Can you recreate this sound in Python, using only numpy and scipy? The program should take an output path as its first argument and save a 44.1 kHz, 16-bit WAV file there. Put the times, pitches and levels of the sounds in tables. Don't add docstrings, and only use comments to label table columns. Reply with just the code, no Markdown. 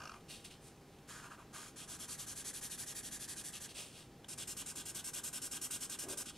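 import sys
import numpy as np
from scipy import signal
from scipy.fft import rfft, irfft
from scipy.io import wavfile
from scipy.ndimage import map_coordinates

SR = 44100
rng = np.random.default_rng(int(sys.argv[2]) if len(sys.argv) > 2 else 0)


def put_to_file(sound):
    columns = np.atleast_2d(sound).T
    safe = np.clip(columns, -1, 1)
    whole_steps = np.round(safe * 32767)
    wavfile.write(sys.argv[1], SR, whole_steps.astype(np.int16))


N = 281269
EDGE_HZ = 15750
JUDDER_GAP_S, JUDDER_END_S = 0.0157, 0.14

# frequency in Hz, relative density in dB per Hz.
CHATTER_SPECTRUM = [(400, -16), (750, -7.5), (1100, 1), (1330, 3), (1600, -0.5), (2000, -18.5),
                    (2550, -8.5), (3600, -20.5), (8000, -49)]
# frequency in Hz, relative density in dB per Hz.
RUB_SPECTRUM = [(500, -10.5), (1500, -19.5), (2150, -14.5), (2650, -1), (3150, -2), (3650, -3.5),
                (4300, -4.5), (7000, -16), (14000, -43)]


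def amp(db):
    return 10 ** (np.asarray(db) / 20)


def unit(x):
    return x / np.sqrt(np.mean(x ** 2) + 1e-20)


def spectrum(points, hz):
    point_hz, db = np.transpose(points)
    return amp(np.interp(np.log(hz + 1), np.log(point_hz), db))


def add(mix, start_s, sound):
    part = mix[max(round(start_s * SR), 0):][:len(sound)]
    part += sound[:len(part)]


def colour(x, points, echoes=(), path=1):
    hz = np.fft.rfftfreq(len(x), 1 / SR)
    khz = hz / 1000
    comb = 1 + sum(share * np.exp(-2j * np.pi * khz * ms * path) for ms, share in echoes)
    return unit(irfft(rfft(x) * spectrum(points, hz) * comb, len(x)))


def ring(x, hz, width_hz):
    b, a = signal.iirpeak(hz, hz / width_hz, SR)
    once = signal.lfilter(b, a, x)
    return unit(signal.lfilter(b, a, once))


def fibres(size, grain_db, patch_db, patch_hz=300):
    snag, strength, tooth = rng.standard_normal((3, size))
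    lowpass = signal.butter(2, patch_hz, fs=SR, output="sos")
    tooth = unit(signal.sosfilt(lowpass, tooth))
    snags = unit(snag * amp(grain_db * strength))
    soft_snags = np.tanh(snags / 4.7)
    return unit(soft_snags * amp(patch_db * tooth))


def burst(level_db, decay_s, points):
    u = np.arange(0, 4, 1 / (decay_s * SR))
    envelope = (1 - np.exp(-u / 0.12)) / (1 + u ** 6)
    return amp(level_db) * envelope * colour(rng.standard_normal(len(u)), points)


def room_tone(noise_db=-59):
    # frequency in Hz, relative density in dB per Hz.
    noise_spectrum = [(20, -9.5), (32, -14), (44, 1), (62, -3.5), (90, -1.5), (140, 2), (220, -0.5),
                      (400, -3.5), (600, -10), (1100, -15.5), (2000, -19), (5000, -23.5), (10500, -29.5),
                      (15500, -36)]
    # frequency in Hz, rms level in dB.
    tones = [(44.4, -78), (149.5, -72), (799, -74.5)]
    t = np.arange(N) / SR
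    hum = np.zeros(N)
    for hz, db in tones:
        hum += amp(db) * np.sqrt(2) * np.sin(2 * np.pi * (hz * t + rng.random()))
    return amp(noise_db) * colour(rng.standard_normal(N), noise_spectrum) + hum


def scatter(x, delay_s, t60_s):
    t = np.arange(SR // 2) / SR
    response = rng.standard_normal(len(t)) * (t > delay_s) * amp(-60 * t / t60_s)
    return signal.fftconvolve(x, response / np.linalg.norm(response))[:N]


def stereo_image(mid):
    # frequency in Hz, level against the mid in dB.
    steady_width = [(100, -42), (2500, -42), (4000, -28), (4800, -18), (5800, -10), (8000, -5.8),
                    (11000, -3), (15500, -1)]
    # frequency in Hz, level against the mid in dB.
    diffuse_width = [(100, -30), (1200, -37), (2400, -33), (4000, -21), (5200, -12), (8000, -10.5),
                     (11000, -6.5), (13500, 0), (15500, 1)]
    hz, _, z = signal.stft(mid, SR, nperseg=256)
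    steady = 1j * spectrum(steady_width, hz)[:, None]
    phase = np.exp(2j * np.pi * rng.random(z.shape))
    diffuse = np.sqrt(2) * spectrum(diffuse_width, hz)[:, None] * phase
    side = signal.istft(z * (steady + diffuse), SR, nperseg=256)[1][:N]
    return np.array([mid + side, mid - side])


def hand_slides(start_db=-13, end_db=-20):
    # start, fastest moment and end in seconds, rub level and skin hiss level in dB.
    slides = [(.28, 0.312, 0.45, -54, -54.5), (0.441, 0.449, .5, -54, -53),
              (0.498, 0.515, 0.58, -57.5, -63), (0.603, 0.68, 0.74, -76, -62),
              (0.87, 0.945, 1.02, -76, -82), (3.529, 3.555, 3.61, -52, -64),
              (3.677, 3.705, 3.76, -56, -58.5), (3.74, 3.79, 3.92, -51, -49),
              (3.873, 3.999, 4.08, -60, -60), (4.377, 4.414, 4.46, -54.5, -66),
              (6.33, 6.377, 6.45, -61, -65)]
    # frequency in Hz, relative density in dB per Hz.
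    skin_spectrum = [(1000, -5.5), (3000, -3), (4800, -1), (7000, -0.5), (8700, 4), (10200, -1),
                     (12000, -8.5), (15000, -19)]
    out = np.zeros(N)
    for start, fastest, end, rub_db, skin_db in slides:
        t = np.arange(start, end, 1 / SR)
        rise = np.interp(t, [start, fastest], [1, 0])
        fall = np.interp(t, [fastest, end], [0, 1])
        brush = amp(rub_db) * colour(fibres(len(t), 1, 2.4), RUB_SPECTRUM)
        brush += amp(skin_db) * colour(fibres(len(t), 1.6, 1.5), skin_spectrum)
        swell = amp(start_db * rise ** 2 + end_db * fall ** 1.3)
        add(out, start, brush * swell * signal.windows.tukey(len(t), 0.08))
    return out


def contacts():
    # start in seconds, level in dB, decay length in seconds.
    touches = [(.207, -61.5, 0.0046), (0.985, -63, 0.0057), (1.03, -73, 0.0045), (4.244, -50.5, 0.0048)]
    # frequency in Hz, relative density in dB per Hz.
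    touch_spectrum = [(500, 2), (1700, -5), (2300, -3), (3300, 9), (4500, -14), (7000, -9), (10000, -11),
                      (14000, -35)]
    # start in seconds, level in dB, decay length in seconds.
    bumps = [(5.156, -57, 0.027), (6.029, -52.5, 0.029), (6.059, -48.5, 0.033), (6.092, -50, .03),
             (6.123, -49, 0.022), (6.146, -58.5, 0.087)]
    # frequency in Hz, relative density in dB per Hz.
    sheet_spectrum = [(100, -31.5), (250, -5), (380, 4), (520, -4), (750, -9.5), (1200, -15), (2200, -27),
                      (6000, -41)]
    out = np.zeros(N)
    for start, db, decay_s in touches:
        add(out, start, burst(db, decay_s, touch_spectrum))
    for start, db, decay_s in bumps:
        add(out, start, burst(db, decay_s, sheet_spectrum))
    return out


def judder(count=8, slip_s=0.0072):
    # frequency in Hz, relative density in dB per Hz.
    slip_spectrum = [(500, -10), (900, -4), (1300, 5.5), (1650, -1), (2050, -33), (2450, -3), (3000, -5),
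                     (3700, -23), (4500, -9), (5450, -6.5), (6400, -13), (7200, -22), (11000, -23.5),
                     (14000, -37)]
    start_s, gap_growth_s, peak_s = 0.001, 0.00057, 0.068
    peak_db, end_db = -47.5, -53.5
    out = np.zeros(N)
    for k in range(count):
        s = start_s + JUDDER_GAP_S * k + gap_growth_s * k ** 2
        off_peak = (s - peak_s) / (JUDDER_END_S - peak_s)
        add(out, s, burst(peak_db + (end_db - peak_db) * off_peak ** 2, slip_s, slip_spectrum))
    return out


def outlines(stuck_db=-4.0):
    # start and end in seconds, chatter level in dB, its fade in dB per second,
    # nib hiss level in dB, factor on the chatter's pitch.
    pulls = [(-.012, 0.206, -51.5, 35, -61.5, 0.99), (1.073, 1.243, -57.5, -14, -53, 1.19),
             (1.215, 1.306, -54, 6, -58, 1.06), (1.29, 1.378, -54.5, 10, -62, 1.06),
             (1.372, 1.455, -56, 23, -68, 0.95), (1.526, 1.727, -52, 74, -50.5, 1.07)]
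    # frequency in Hz, relative density in dB per Hz.
    line_hiss = [(400, -13), (2000, 0.5), (3200, 1), (4800, 1.5), (6100, 0), (6700, 5.5), (8200, 1.5),
                 (9800, 1.5), (11500, -4), (15000, -22)]
    # delay in milliseconds, signed share.
    line_echoes = [(.612, 0.036), (.908, .12), (1.228, 0.2), (1.48, -0.038), (1.736, -0.091)]
    attack_s, release_s = 0.025, 0.041
    hiss_fade_db_per_s, pitch_sag_per_s = 43.5, 0.55
    out = np.zeros(N)
    for start, end, chatter_db, fade_db_per_s, hiss_db, pitch in pulls:
        s = np.arange(max(start, 0), end, 1 / SR)
        t = s - start
        clumps = colour(fibres(2 * len(t), 3.5, 2.2, 210), CHATTER_SPECTRUM)
        travel = np.cumsum(pitch * np.exp(-pitch_sag_per_s * t))
        chatter = amp(chatter_db - fade_db_per_s * t) * unit(map_coordinates(clumps, [travel]))
        hiss = colour(fibres(len(t), 2.7, 0.95), line_hiss, line_echoes)
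        line = chatter + amp(hiss_db - hiss_fade_db_per_s * t) * hiss
        contact = np.minimum(t / attack_s, 1) * np.minimum((end - s) / release_s, 1)
        stuck = np.interp(s, [JUDDER_END_S - JUDDER_GAP_S, JUDDER_END_S], [stuck_db, 0])
        add(out, s[0], line * contact * amp(stuck))
    return out


def nib_speed(t, length, start_db, attack_s, brake_share, stop_share, rest_db, brake_power):
    rising = np.interp(t, [0, attack_s], [1, 0])
    braking = np.interp(t / length, [brake_share, stop_share], [0, 1])
    return start_db * rising ** 2 + rest_db * braking ** brake_power


def scribble(turns, effort, gesture, hiss, echoes, return_db, rub_db, rub_return_db,
             pen_hz, pen_width_hz, pen_db, table_db, body_return_db,
             chatter_db, grab_db, grain_db, patch_db, waver_db, path_drift):
    # frequency in Hz, relative density in dB per Hz.
    table_spectrum = [(80, -8), (170, -6.5), (280, 1.5), (430, -4.5), (600, -16), (850, -7), (1100, -5),
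                      (1400, -12.5), (2200, -9.5), (5000, -52)]
    brighten = 1.2
    stick_speed_db, stick_spread_db = -6.5, 4
    mean_effort_db = np.mean(effort, axis=0)[1]
    out = np.zeros(N)
    for k, place in enumerate(np.linspace(-1, 1, len(turns) - 1)):
        start, end = turns[k], turns[k + 1]
        t = np.arange(start, end, 1 / SR)
        size = len(t)
        way = 1 if k % 2 else -1
        effort_db = np.interp(start, *np.transpose(effort))
        push_db = effort_db - mean_effort_db
        pressure_db = waver_db * np.interp(t, np.linspace(start, end, 8), rng.standard_normal(size=8))
        speed_db = nib_speed(t - start, end - start, **gesture) + pressure_db

        path = 1 + path_drift * place + 0.026 * rng.standard_normal()
        fingers = list(zip(rng.uniform(0.2, 2.4, size=4), rng.choice([-0.11, 0.11], size=4)))
        bright = [(hz, db + brighten * push_db * (hz / EDGE_HZ) ** 2) for hz, db in hiss]
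        felt = colour(fibres(size, grain_db, patch_db), bright, list(echoes) + fingers, path)
        nib = amp(effort_db + way * return_db + speed_db) * felt

        bare = np.exp(-((start - turns[0]) / 0.68) ** 2)
        grab = np.exp(-((speed_db - stick_speed_db) / stick_spread_db) ** 2)
        chatter_gain = np.hypot(bare * amp(chatter_db + 0.5 * speed_db), amp(grab_db) * grab)
        chatter = chatter_gain * colour(fibres(size, 2.5, 2.4), CHATTER_SPECTRUM)
        barrel_hz = pen_hz * (1 + 0.02 * rng.standard_normal())
        barrel = ring(rng.standard_normal(size), barrel_hz, pen_width_hz)
        pen = (1 - 0.5 * bare) * amp(pen_db + 0.36 * speed_db + 6.2 * grab) * barrel
        table = amp(table_db + 0.31 * speed_db) * colour(fibres(size, 2, 4.3, 57), table_spectrum)
        weight = amp(way * body_return_db + 0.5 * push_db)

        scrape = colour(fibres(size, 4.0, 1), RUB_SPECTRUM)
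        scrape += 0.75 * ring(fibres(size, 1.1, 2.7), 3260 + rng.uniform(-130, 160), 530)
        mid_stroke = np.sin(np.pi * (t - start) / (end - start))
        rub = amp(rub_db + way * rub_return_db + 0.39 * speed_db) * mid_stroke * unit(scrape)
        add(out, start, nib + weight * (chatter + pen + table) + rub)
    return out


def upright_fill():
    turns = [1.758, 1.876, 1.986, 2.078, 2.177, 2.264, 2.354, 2.442, 2.531, 2.611, 2.696, 2.776, 2.861,
             2.947, 3.027, 3.109, 3.193, 3.277, 3.357, 3.437, 3.522, 3.601, 3.684]
    # time in seconds, base level of the nib's hiss in dB.
    effort = [(1.76, -52), (2.0, -48), (2.25, -48), (2.55, -46.5), (3.05, -47.5), (3.3, -47.5),
              (3.6, -49.7)]
    gesture = dict(start_db=-10.5, attack_s=0.025, brake_share=0.44, stop_share=0.98, rest_db=-24.5, brake_power=2.94)
    # frequency in Hz, relative density in dB per Hz.
    hiss = [(150, -8.5), (500, -31), (1300, -10), (2100, -12.5), (2900, -6), (5000, -2.5), (6600, 0.5),
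            (8000, 0.5), (10200, 0.5), (11800, -6), (13500, -16.5), (15500, -34)]
    # delay in milliseconds, signed share.
    echoes = [(.492, 0.11), (.59, 0.025), (.824, 0.063), (.89, 0.17), (1.175, .13), (1.3, 0.2),
              (1.448, 0.071)]
    return scribble(turns, effort, gesture, hiss, echoes,
                    return_db=0.73, rub_db=-60, rub_return_db=-2.0,
                    pen_hz=1733, pen_width_hz=340, pen_db=-65.0, table_db=-68.5, body_return_db=0.94,
                    chatter_db=-62.5, grab_db=-67, grain_db=3.0, patch_db=0.6,
                    waver_db=0.86, path_drift=-0.031)


def sideways_fill():
    turns = [4.282, 4.375, 4.472, 4.565, 4.658, 4.754, 4.853, 4.945, 5.04, 5.132, 5.233, 5.327, 5.416, 5.51,
             5.612, 5.704, 5.804, 5.894, 5.986, 6.083, 6.171, 6.255, 6.334]
    # time in seconds, base level of the nib's hiss in dB.
    effort = [(4.28, -49), (4.45, -46.5), (4.75, -47), (5.25, -45), (5.55, -45.5), (5.7, -43), (5.82, -46),
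              (6.08, -45.5), (6.17, -43.6), (6.255, -51)]
    gesture = dict(start_db=-16, attack_s=0.0063, brake_share=0.52, stop_share=.81, rest_db=-25, brake_power=1.87)
    # frequency in Hz, relative density in dB per Hz.
    hiss = [(150, -27), (400, -15), (800, -30.5), (1400, -12.5), (2100, -13), (2800, -9.5), (4500, -8),
            (6000, -3.5), (8400, 1), (10400, -5.5), (11600, -8.5), (13200, -13.5), (15300, -27.5)]
    # delay in milliseconds, signed share.
    echoes = [(.348, 0.1), (.488, -0.092), (.72, 0.15), (.784, 0.097), (.856, -.09), (1.772, 0.061),
              (2.168, 0.063)]
    return scribble(turns, effort, gesture, hiss, echoes,
                    return_db=-0.12, rub_db=-58.0, rub_return_db=4.5,
                    pen_hz=1522, pen_width_hz=200, pen_db=-65.5, table_db=-62.5, body_return_db=1.4,
                    chatter_db=-81, grab_db=-60, grain_db=3.0, patch_db=0.5,
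                    waver_db=1.2, path_drift=-0.0055)


def scene():
    desk = hand_slides() + contacts() + judder() + outlines()
    desk += upright_fill() + sideways_fill()
    table_top = amp(-9.5) * scatter(desk, delay_s=0.0018, t60_s=0.023)
    room = amp(-13.5) * scatter(desk, delay_s=0.0073, t60_s=0.36)
    return stereo_image(desk + table_top + room + room_tone())


def record(dry):
    lowpass = signal.firwin(511, EDGE_HZ, window=("kaiser", 9), fs=SR)
    return signal.oaconvolve(dry, lowpass[None], "same")


dry = scene()
out = record(dry)
put_to_file(out)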